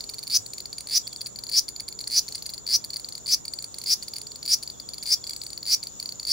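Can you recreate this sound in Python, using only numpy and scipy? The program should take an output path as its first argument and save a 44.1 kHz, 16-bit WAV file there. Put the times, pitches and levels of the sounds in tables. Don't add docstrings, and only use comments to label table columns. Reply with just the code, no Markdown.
import sys
import numpy as np
from scipy import signal
from scipy.fft import rfft, irfft, next_fast_len
from scipy.io import wavfile
from scipy.ndimage import uniform_filter1d, map_coordinates

SR = 44100
rng = np.random.default_rng(int(sys.argv[2]) if len(sys.argv) > 2 else 0)


def makeup_ratio(level_db):
    decades = np.asarray(level_db, float) / 20
    return 10 ** decades


def wrap_up_sound(samples):
    columns = np.atleast_2d(samples).T
    tamed = np.clip(columns, -1, 1)
    steps = np.round(tamed * 32767).astype(np.int16)
    wavfile.write(sys.argv[1], SR, steps)


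N = 278712


def unit(x):
    return x / np.sqrt(np.mean(x ** 2) + 1e-20)


def along(points, hz):
    f, v = np.transpose(points)
    return np.interp(np.log(hz + 1), np.log(f + 1), v)


def wobble(rate):
    return map_coordinates(rng.standard_normal(int(N * rate / SR) + 4), [np.arange(N) * rate / SR])


def filtered(x, response):
    m = next_fast_len(N + SR // 2)
    return irfft(rfft(x, m) * response(np.fft.rfftfreq(m, 1 / SR)), m)[..., :N]


def resonant(modes):
    def response(f):
        total = 0
        for k, (centre, width, db) in enumerate(modes):
            damping = 1j * f * width
            total = total + (-1) ** k * makeup_ratio(db) * damping / (centre * centre - f * f + damping)
        return total
    return response


def rung(t, hz, t60, attack, phase=0.):
    t = np.maximum(t, 0)
    return np.sin(2 * np.pi * hz * t + phase) * makeup_ratio(-60 * t / t60) * (1 - np.exp(-(t / attack) ** 2))


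def rush(spectrum, alike):
    def mid_side(hz):
        turn = np.arccos(np.clip(along(alike, hz), -1, 1)) / 2
        return makeup_ratio(along(spectrum, hz)) * [np.cos(turn), np.sin(turn)]
    mid, side = filtered(rng.standard_normal((2, N)), mid_side)
    return unit(np.array([mid + side, mid - side]))


def scattered(x, t60s):
    wet, step = np.zeros((2, N + SR)), SR // 3
    for start in range(0, N, step):
        hz, t, z = signal.stft(rng.standard_normal((2, SR // 4)), SR, nperseg=128)
        decay = makeup_ratio(-60 * t / along(t60s, hz)[:, None])
        tail = signal.istft(z * decay, SR, nperseg=128)[1]
        tail = tail / np.linalg.norm(tail[0])
        part = signal.fftconvolve(x[None, start:start + step], tail, axes=1)
        wet[:, start:start + part.shape[1]] += part
    return wet[:, :N]


def ticks():
    # time in s, ring in dB.
    away_alone = [(.0071, -20.5), (.0398, -25), (.8968, -24), (1.1291, -26.5), (1.1612, -24), (1.359, -25),
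                  (1.3881, -23.5), (1.437, -23.5), (1.4672, -25.5), (1.7626, -24.5), (1.9249, -27),
                  (1.9899, -22), (2.0406, -25), (2.3234, -25.5), (2.3796, -27), (2.5792, -24),
                  (3.0454, -21), (3.1238, -23.5), (3.152, -21.5), (3.1781, -28), (3.4806, -22),
                  (3.536, -19), (3.5882, -21.5), (3.8154, -26), (4.0816, -21.5), (4.1363, -21.5),
                  (4.2689, -24.5), (4.3177, -26), (4.3579, -24.5), (4.4287, -22),
                  (4.478, -16.5), (4.6756, -23), (4.7004, -23.5), (4.7994, -24), (4.8888, -23.5),
                 (4.9814, -26), (5.2403, -21.5), (5.3077, -20), (5.3332, -22), (5.363, -22),
                 (5.4163, -20.5), (5.4653, -22), (5.531, -22), (5.5762, -20), (5.6295, -21.5),
                 (5.6543, -25), (5.664, -22), (5.8703, -22), (5.9991, -21), (6.0267, -21), (6.058, -20.5),
                 (6.091, -21), (6.1225, -24.5), (6.1975, -22), (6.2303, -25), (6.251, -21.5), (6.2675, -29)]
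    # time in s, ring in dB.
    facing_alone = [(.4623, -27), (.534, -26.5), (.5814, -23.5), (.6032, -24.5), (.656, -23.5), (.729, -22),
                    (.7821, -21), (.8057, -27.5), (.8709, -26), (.8874, -26), (1.2708, -37), (1.524, -24),
                    (2.4231, -24), (2.666, -22.5), (2.6759, -20), (2.9037, -24), (2.9965, -28),
                    (3.0871, -25), (3.4523, -25), (3.623, -30), (3.642, -24), (3.7426, -26),
                    (3.7837, -26.5), (3.8378, -28), (4.182, -26.5), (4.2146, -26.5), (5.0353, -35),
                    (5.2939, -20.5), (5.435, -28), (5.5032, -27)]
    # time in s, ring in dB, lag in ms, second ring in dB.
    pair_rows = [(.0917, -25, 4.8, -23), (.1373, -27, 4.9, -26), (0.1835, -26, 6.2, -22.5),
                 (0.2289, -26, 6.2, -25.5), (0.27, -25, 6.5, -22), (.299, -23, 5.4, -20),
                 (1.0709, -25, 4.8, -22), (1.209, -24.5, 5.4, -21.5), (1.2604, -22.5, 6.3, -24),
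                 (1.4902, -25.5, 4.9, -25), (1.5154, -23, 4.9, -27), (1.682, -23.5, 5.3, -21.5),
                 (1.7986, -22, 4.5, -23), (1.8809, -26, 4.8, -22.5), (2.0055, -29, 6, -23),
                 (2.0734, -21.5, 2.5, -24), (2.1, -26, 8.6, -24), (2.1167, -22, 4.6, -27),
                 (2.2813, -26.5, 4.5, -25), (2.3485, -21.5, 4.8, -19.5),
                 (2.4577, -26, 5.2, -21), (2.4925, -23.5, 7.1, -29), (2.5365, -23, 6.5, -28),
                  (2.8412, -26.5, 4.5, -24), (2.9335, -23.5, 6.9, -24), (2.9603, -21, 6.3, -21),
                  (3.2603, -23, 6.3, -22), (4.0254, -23.5, 5.5, -27.5), (4.1592, -25, 5.1, -20),
                  (4.4536, -24, 6.8, -20), (4.6268, -26, 5.7, -22.5), (4.935, -24.5, 6.6, -27),
                  (5.0264, -22.5, 4.9, -27), (5.0575, -22, 6.4, -21), (5.0729, -18, 3.7, -23),
                  (5.2682, -22.5, 5.5, -23.5), (5.8294, -21.5, 5.4, -22)]
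    s, first_db, lag_ms, second_db = np.transpose(pair_rows)
    away = np.concatenate([away_alone, np.transpose([s, first_db])])
    facing = np.concatenate([facing_alone, np.transpose([s + lag_ms / 1000, second_db])])
    rows = []
    for tymbal, snap_db in ((away, -27), (facing, -22.5)):
        s, ring_db = tymbal.T
        snap_db = snap_db + 0.33 * (ring_db + 32.5) + 2.03 * rng.standard_normal(len(s))
        hz = 4570 + 14 * (ring_db + 18)
        rows.append(np.transpose([s, ring_db, hz, snap_db]))
    return rows


def buzzes():
    # first pair in s, last pair in s, strength in dB, top pitch in Hz.
    buzz_rows = [(0.3118, 0.3682, 2.5, 5680), (0.909, 0.9795, 2.5, 5570), (1.532, 1.5938, 3.5, 5580),
                 (2.126, 2.1904, 1.5, 5570), (2.688, 2.7619, 1.3, 5440), (3.278, 3.3435, 2, 5480),
                 (3.86, 3.9368, 1, 5440), (4.482, 4.5447, 2.7, 5490), (5.082, 5.1396, 1.2, 5350),
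                 (5.672, 5.7445, 1.2, 5340), (6.271, 6.3412, 1.5, 5270)]
    stroke_counts = [20, 23, 21, 22, 23, 22, 24, 21, 20, 24, 22]
    # share of the buzz, ring in dB, abdomen stretch 0-1, snap in dB.
    swell_rows = [
        (0, -24, 0, -22.5),
        (.46, -18, 0.25, -19.5),
        (.72, -9, 0.96, -17.5),
        (1.001, -8.5, 1.001, -19.5),
    ]
    shortest_s, quickens = .00554, 2.6
    second_s, jitter_s = .00273, .00012
    share, *swell = np.transpose(swell_rows)
    rows = []
    for (first, last, db, top_hz), count in zip(buzz_rows, stroke_counts):
        back = np.arange((count + 1) // 2)
        slower = np.cumsum(back ** quickens)
        spare_s = last - first - shortest_s * back[-1]
        pairs = last - (shortest_s * back + spare_s * slower / slower[-1])[::-1]
        s = np.ravel(np.transpose([pairs, pairs + second_s]))[:count]
        s = s + jitter_s * rng.standard_normal(count)
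        progress = (s - first) / (last - first)
        ring_db, stretch, snap_db = [np.interp(progress, share, c) for c in swell]
        snap_db += 0.28 * (-1.) ** (np.arange(count) + 1)
        rows.append(np.transpose([s, ring_db + db, 4570 + stretch * (top_hz - 4570), snap_db]))
    return rows


def abdomen(t, low_hz, high_hz, strain, shift, chance, own):
    t60 = .045 / (1 + 3.5 * strain)
    low = makeup_ratio(-4 + 3 * strain + .6 * own[:, 1:2]) * rung(t, low_hz, t60, .00022, shift)
    middle_phase = shift - 1.1 + .7 * chance[:, 9:10]
    middle = makeup_ratio(-7 - 3 * strain) * rung(t, (low_hz + high_hz) / 2, .014, .0004, middle_phase)
    high_phase = shift - 2.3 + .6 * strain + .25 * own[:, 3:4]
    high = makeup_ratio(.6 * own[:, 2:3]) * rung(t, high_hz, t60, .00022, high_phase)
    return low + middle + high


def buckling_thud(t, strain, chance):
    thud = makeup_ratio(-18 - 7 * strain) * rung(t, 2170, 0.009, 0.0004, chance[:, 8:9])
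    thud = thud + makeup_ratio(-4 - 4 * strain) * rung(t, 3700, 0.0035, 0.00025)
    thud = thud + makeup_ratio(-8) * rung(t, 5800, .002, .0001)
    thud = thud + makeup_ratio(-15) * rung(t, 7500, 0.0025, .0001)
    return makeup_ratio(-9 * strain) * thud


def snap_back(back, strain, chance, own):
    # frequency in Hz, level in dB, t60 in s.
    rib_modes = [(2270, -19, 0.0033), (7290, -6, 0.0016), (8500, -7, 0.002), (9725, -6.5, 0.0039),
                 (12300, 4.5, 0.00063), (14760, -8.5, 0.002)]
    snap = 0
    for k, (f, db, t60) in enumerate(rib_modes):
        hz = f * (1 + 0.051 * strain + 0.033 * chance[:, 3 + k, None])
        level = makeup_ratio(db + 1.2 * own[:, 4 + k, None])
        snap = snap + level * rung(back, hz, t60, .00008, 0.34 * own[:, 11 + k, None])
    return snap


def cicada():
    # time in s, left-right difference in dB.
    balance_drift = [(0, .5), (1.2, 0.9), (3.2, 0.9), (5, 0.5), (6.32, 1.3)]
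    s, ring_db, hz, snap_db = np.concatenate(ticks() + buzzes()).T[:, :, None]
    chance = rng.standard_normal((len(s), 50))
    index = (s * SR).astype(int) - 8 + np.arange(400)
    t = index / SR - s + .0001
    strain = np.clip((hz - 4550) / 1000, 0, 1.2)
    back = t - .00275 + 0.00019 * strain + .00005 * chance[:, :1]
    low_hz = (hz - 170 - 440 * strain) * (1 + (0.011 + 0.004 * strain) * chance[:, 1:2])
    high_hz = (hz + 160 + 110 * strain) * (1 + (0.0054 + 0.0023 * strain) * chance[:, 2:3])
    damped = np.exp(-np.abs(t / .003) ** 3)
    echo = makeup_ratio(-9 + 1.5 * chance[:, :1] - 60 * np.abs(back) / .012)
    rattle = np.diff(rng.standard_normal((len(s), 402)), 2)
    rattle_db = ring_db - 32.5 + 0.32 * strain - 60 * np.abs(t) / (0.028 + 0.036 * strain)
    pan_db = np.interp(s, *np.transpose(balance_drift)) / 2
    channels = chance[:, 10:30] + .6 * chance[:, 30:] * [[[1]], [[-1]]]
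    out = []
    for c, own in enumerate(channels):
        shift = .3 * own[:, :1] + .1 * c
        modes = (low_hz, high_hz, strain, shift, chance, own)
        ring = damped * abdomen(t, *modes) + echo * abdomen(back, *modes) + buckling_thud(t, strain, chance)
        ring = makeup_ratio(ring_db - 4.0) * ring
        snap = makeup_ratio(snap_db + 4.0) * snap_back(back, strain, chance, own)
        own_rattle = np.diff(rng.standard_normal((len(s), 402)), 2)
        crackle = makeup_ratio(rattle_db) * (t > 0) * (rattle + .5 * own_rattle)
        sound = makeup_ratio(pan_db * (-1) ** c) * (ring + snap + crackle)
        out.append(np.bincount(index.ravel(), sound.ravel(), N + SR)[:N])
    return np.array(out)


def far_singer():
    pulse_db = [-5, 1, -33, -16.5, -14, -46]
    # frequency in Hz, width in Hz, level in dB.
    body_modes = [(7230, 100, -11.5), (6925, 180, 5.5), (8050, 250, -23)]
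    # time in s, level in dB.
    far_levels = [(0.0, -48), (2.08, -48), (2.25, -49), (2.94, -47.5), (3.22, -47), (3.41, -48.5),
                  (5.28, -48), (5.37, -49), (6.09, -47), (6.32, -48)]
    t = np.arange(N) / SR
    pulses = 6 * 25.48 * t + 2.12 + 0.048 * wobble(8.8)
    gate = makeup_ratio(np.take(pulse_db, pulses.astype(int) % 6)) * np.sin(np.pi * pulses) ** 2 + 0.59
    note = []
    for _ in "LR":
        phase = 2 * np.pi * 7059 * t + 1.19 * wobble(60) + 1.98 * wobble(4.6)
        note.append(makeup_ratio(2.7 * wobble(36)) * np.sin(phase))
    body, skirt = resonant(body_modes), resonant([(6900, 900, 0)])
    rasp = filtered(rng.standard_normal((2, N)), lambda f: body(f) * skirt(f))
    song = gate * (unit(np.array(note)) + 0.89 * unit(rasp))
    knots, level_db = np.transpose(far_levels)
    return makeup_ratio(np.interp(t, knots, level_db) + 3.0) * unit(song + .5 * scattered(song[0], [(7000, 0.24)]))


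def neighbour():
    # start in s, end in s, from Hz, to Hz, level in dB.
    rising_calls = [
        (0.29, 0.599, 7300, 8440, -64.5),
        (1, 1.3, 7600, 8700, -68),
        (3.44, 3.765, 7800, 8500, -67),
        (5.2, 5.578, 7340, 8340, -60.5),
    ]
    t = np.arange(N) / SR
    out = np.zeros((2, N))
    for start, end, from_hz, to_hz, db in rising_calls:
        u = np.clip((t - start) / (end - start), 0, 1)
        rasp = unit(uniform_filter1d(uniform_filter1d(rng.standard_normal((2, N)), 60), 60))
        glide = np.sin(2 * np.pi * np.cumsum(from_hz + (to_hz - from_hz) * u) / SR)
        out += makeup_ratio(db + 14.5) * np.sin(np.pi * u) ** 0.41 * rasp * glide
    return out


def bird():
    # first note in s, number of notes (rounded down), level in dB.
    phrases = [(.41, 3, -67), (1.018, 3.6, -51.5), (1.401, 8, -76), (2.3, 9, -65), (4.725, 6.4, -52),
               (5.131, 3.7, -52.5), (5.9, 2.3, -69)]
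    song = np.zeros(N)
    u = np.linspace(0, 1, round(.062 * SR))
    note = np.sin(np.pi * u) * np.sin(2 * np.pi * np.cumsum(3330 + 1300 * (u - .6) ** 2) / SR)
    for first, count, db in phrases:
        for k in range(int(count)):
            song[round((first + .078 * k) * SR):][:len(u)] += makeup_ratio(db + 9) * note
    return .3 * song * wobble(150) + .6 * scattered(song * (.5 + wobble(120)), [(3300, .08)])


def dove():
    # start in s, end in s, frequency in Hz, level in dB.
    coo_rows = [(0, 0.225, 430, -60.5), (0.454, 0.756, 400, -62.5), (2.1, 2.36, 430, -64.5),
                (2.553, 2.762, 400, -65), (4.15, 4.36, 429, -61), (4.6, 4.8, 397, -65)]
    t, coos = np.arange(N) / SR, np.zeros(N)
    for start, end, hz, db in coo_rows:
        swell = np.sin(np.pi * np.clip((t - start) / (end - start), 0, 1)) ** 0.47
        coos += makeup_ratio(db + 3.5) * swell * np.sin(2 * np.pi * hz * t + 0.7 * wobble(28))
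    return coos * np.array([[1], [.6]])


def far_chorus():
    # frequency in Hz, width in Hz, level in dB.
    chorus_modes = [(3480, 450, 0)]
    haze = filtered(rng.standard_normal((2, N)), lambda f: resonant(chorus_modes)(f) ** 2)
    return unit(haze) * makeup_ratio(-64.5 + 1.2 * wobble(2.8))


def background():
    # frequency in Hz, spectral level in dB.
    rumble_spectrum = [(15, -49), (26, -1), (178, -0.5), (435, -3), (1000, -11), (1340, -13), (2600, -33),
                       (3380, -75)]
    hiss_spectrum = [(1500, -36), (2900, 9.5), (4500, 7), (6200, 15), (10500, -4.5), (12200, 1),
                     (15700, 2.5), (16200, -60)]
    # frequency in Hz, left-right likeness.
    rumble_likeness = [(30, -0.55), (130, -0.088), (290, -0.39), (700, -0.27), (1400, -0.14), (3000, 1)]
    # frequency in Hz, level in dB.
    hum_tones = [(58, -66), (118, -65), (980, -75.5)]
    t = np.arange(N) / SR
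    hum = np.zeros(N)
    for hz, db in hum_tones:
        hum += makeup_ratio(db + 3.5 + 0.8 * wobble(9.1)) * np.sin(2 * np.pi * hz * t + 1.9 * wobble(9.6))
    rumble = makeup_ratio(-51.0 + 0.075 * wobble(1.75)) * rush(rumble_spectrum, rumble_likeness)
    thump = makeup_ratio(-45.5) * np.exp(-((t - .4) / 0.024) ** 2) * np.sin(2 * np.pi * 104 * t)
    hiss = makeup_ratio(-53 + 2.0 * wobble(3.55)) * rush(hiss_spectrum, [(1000, 0.045)])
    return rumble + thump + hum + hiss


def scene():
    # frequency in Hz, level in dB.
    singer_lows = [(900, -11), (1700, 0)]
    # frequency in Hz, t60 in s.
    grove_t60 = [(1500, 0.31), (5000, 0.12), (10000, 0.18), (15000, 0.15)]
    near = filtered(cicada(), lambda hz: makeup_ratio(along(singer_lows, hz)))
    mono = near.mean(0)
    bark = makeup_ratio(-7.0) * scattered(mono, [(5000, 0.033)])
    trees = makeup_ratio(-11) * scattered(np.pad(mono, (150, 0))[:N], grove_t60)
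    grove = far_singer() + neighbour() + bird() + dove() + far_chorus() + background()
    return near + bark + trees + grove


def top_cut(x):
    return signal.sosfilt(signal.butter(12, 16720, fs=SR, output="sos"), x)


def record(dry):
    # frequency in Hz, level in dB.
    final_response = [(2300, 0), (3100, -8), (3800, 0), (11000, 0), (12300, -9), (13400, 0), (15750, 0),
                      (15950, -38)]
    heard = filtered(dry, lambda hz: makeup_ratio(along(final_response, hz)))
    return top_cut(heard)


dry = scene()
out = record(dry)
wrap_up_sound(out)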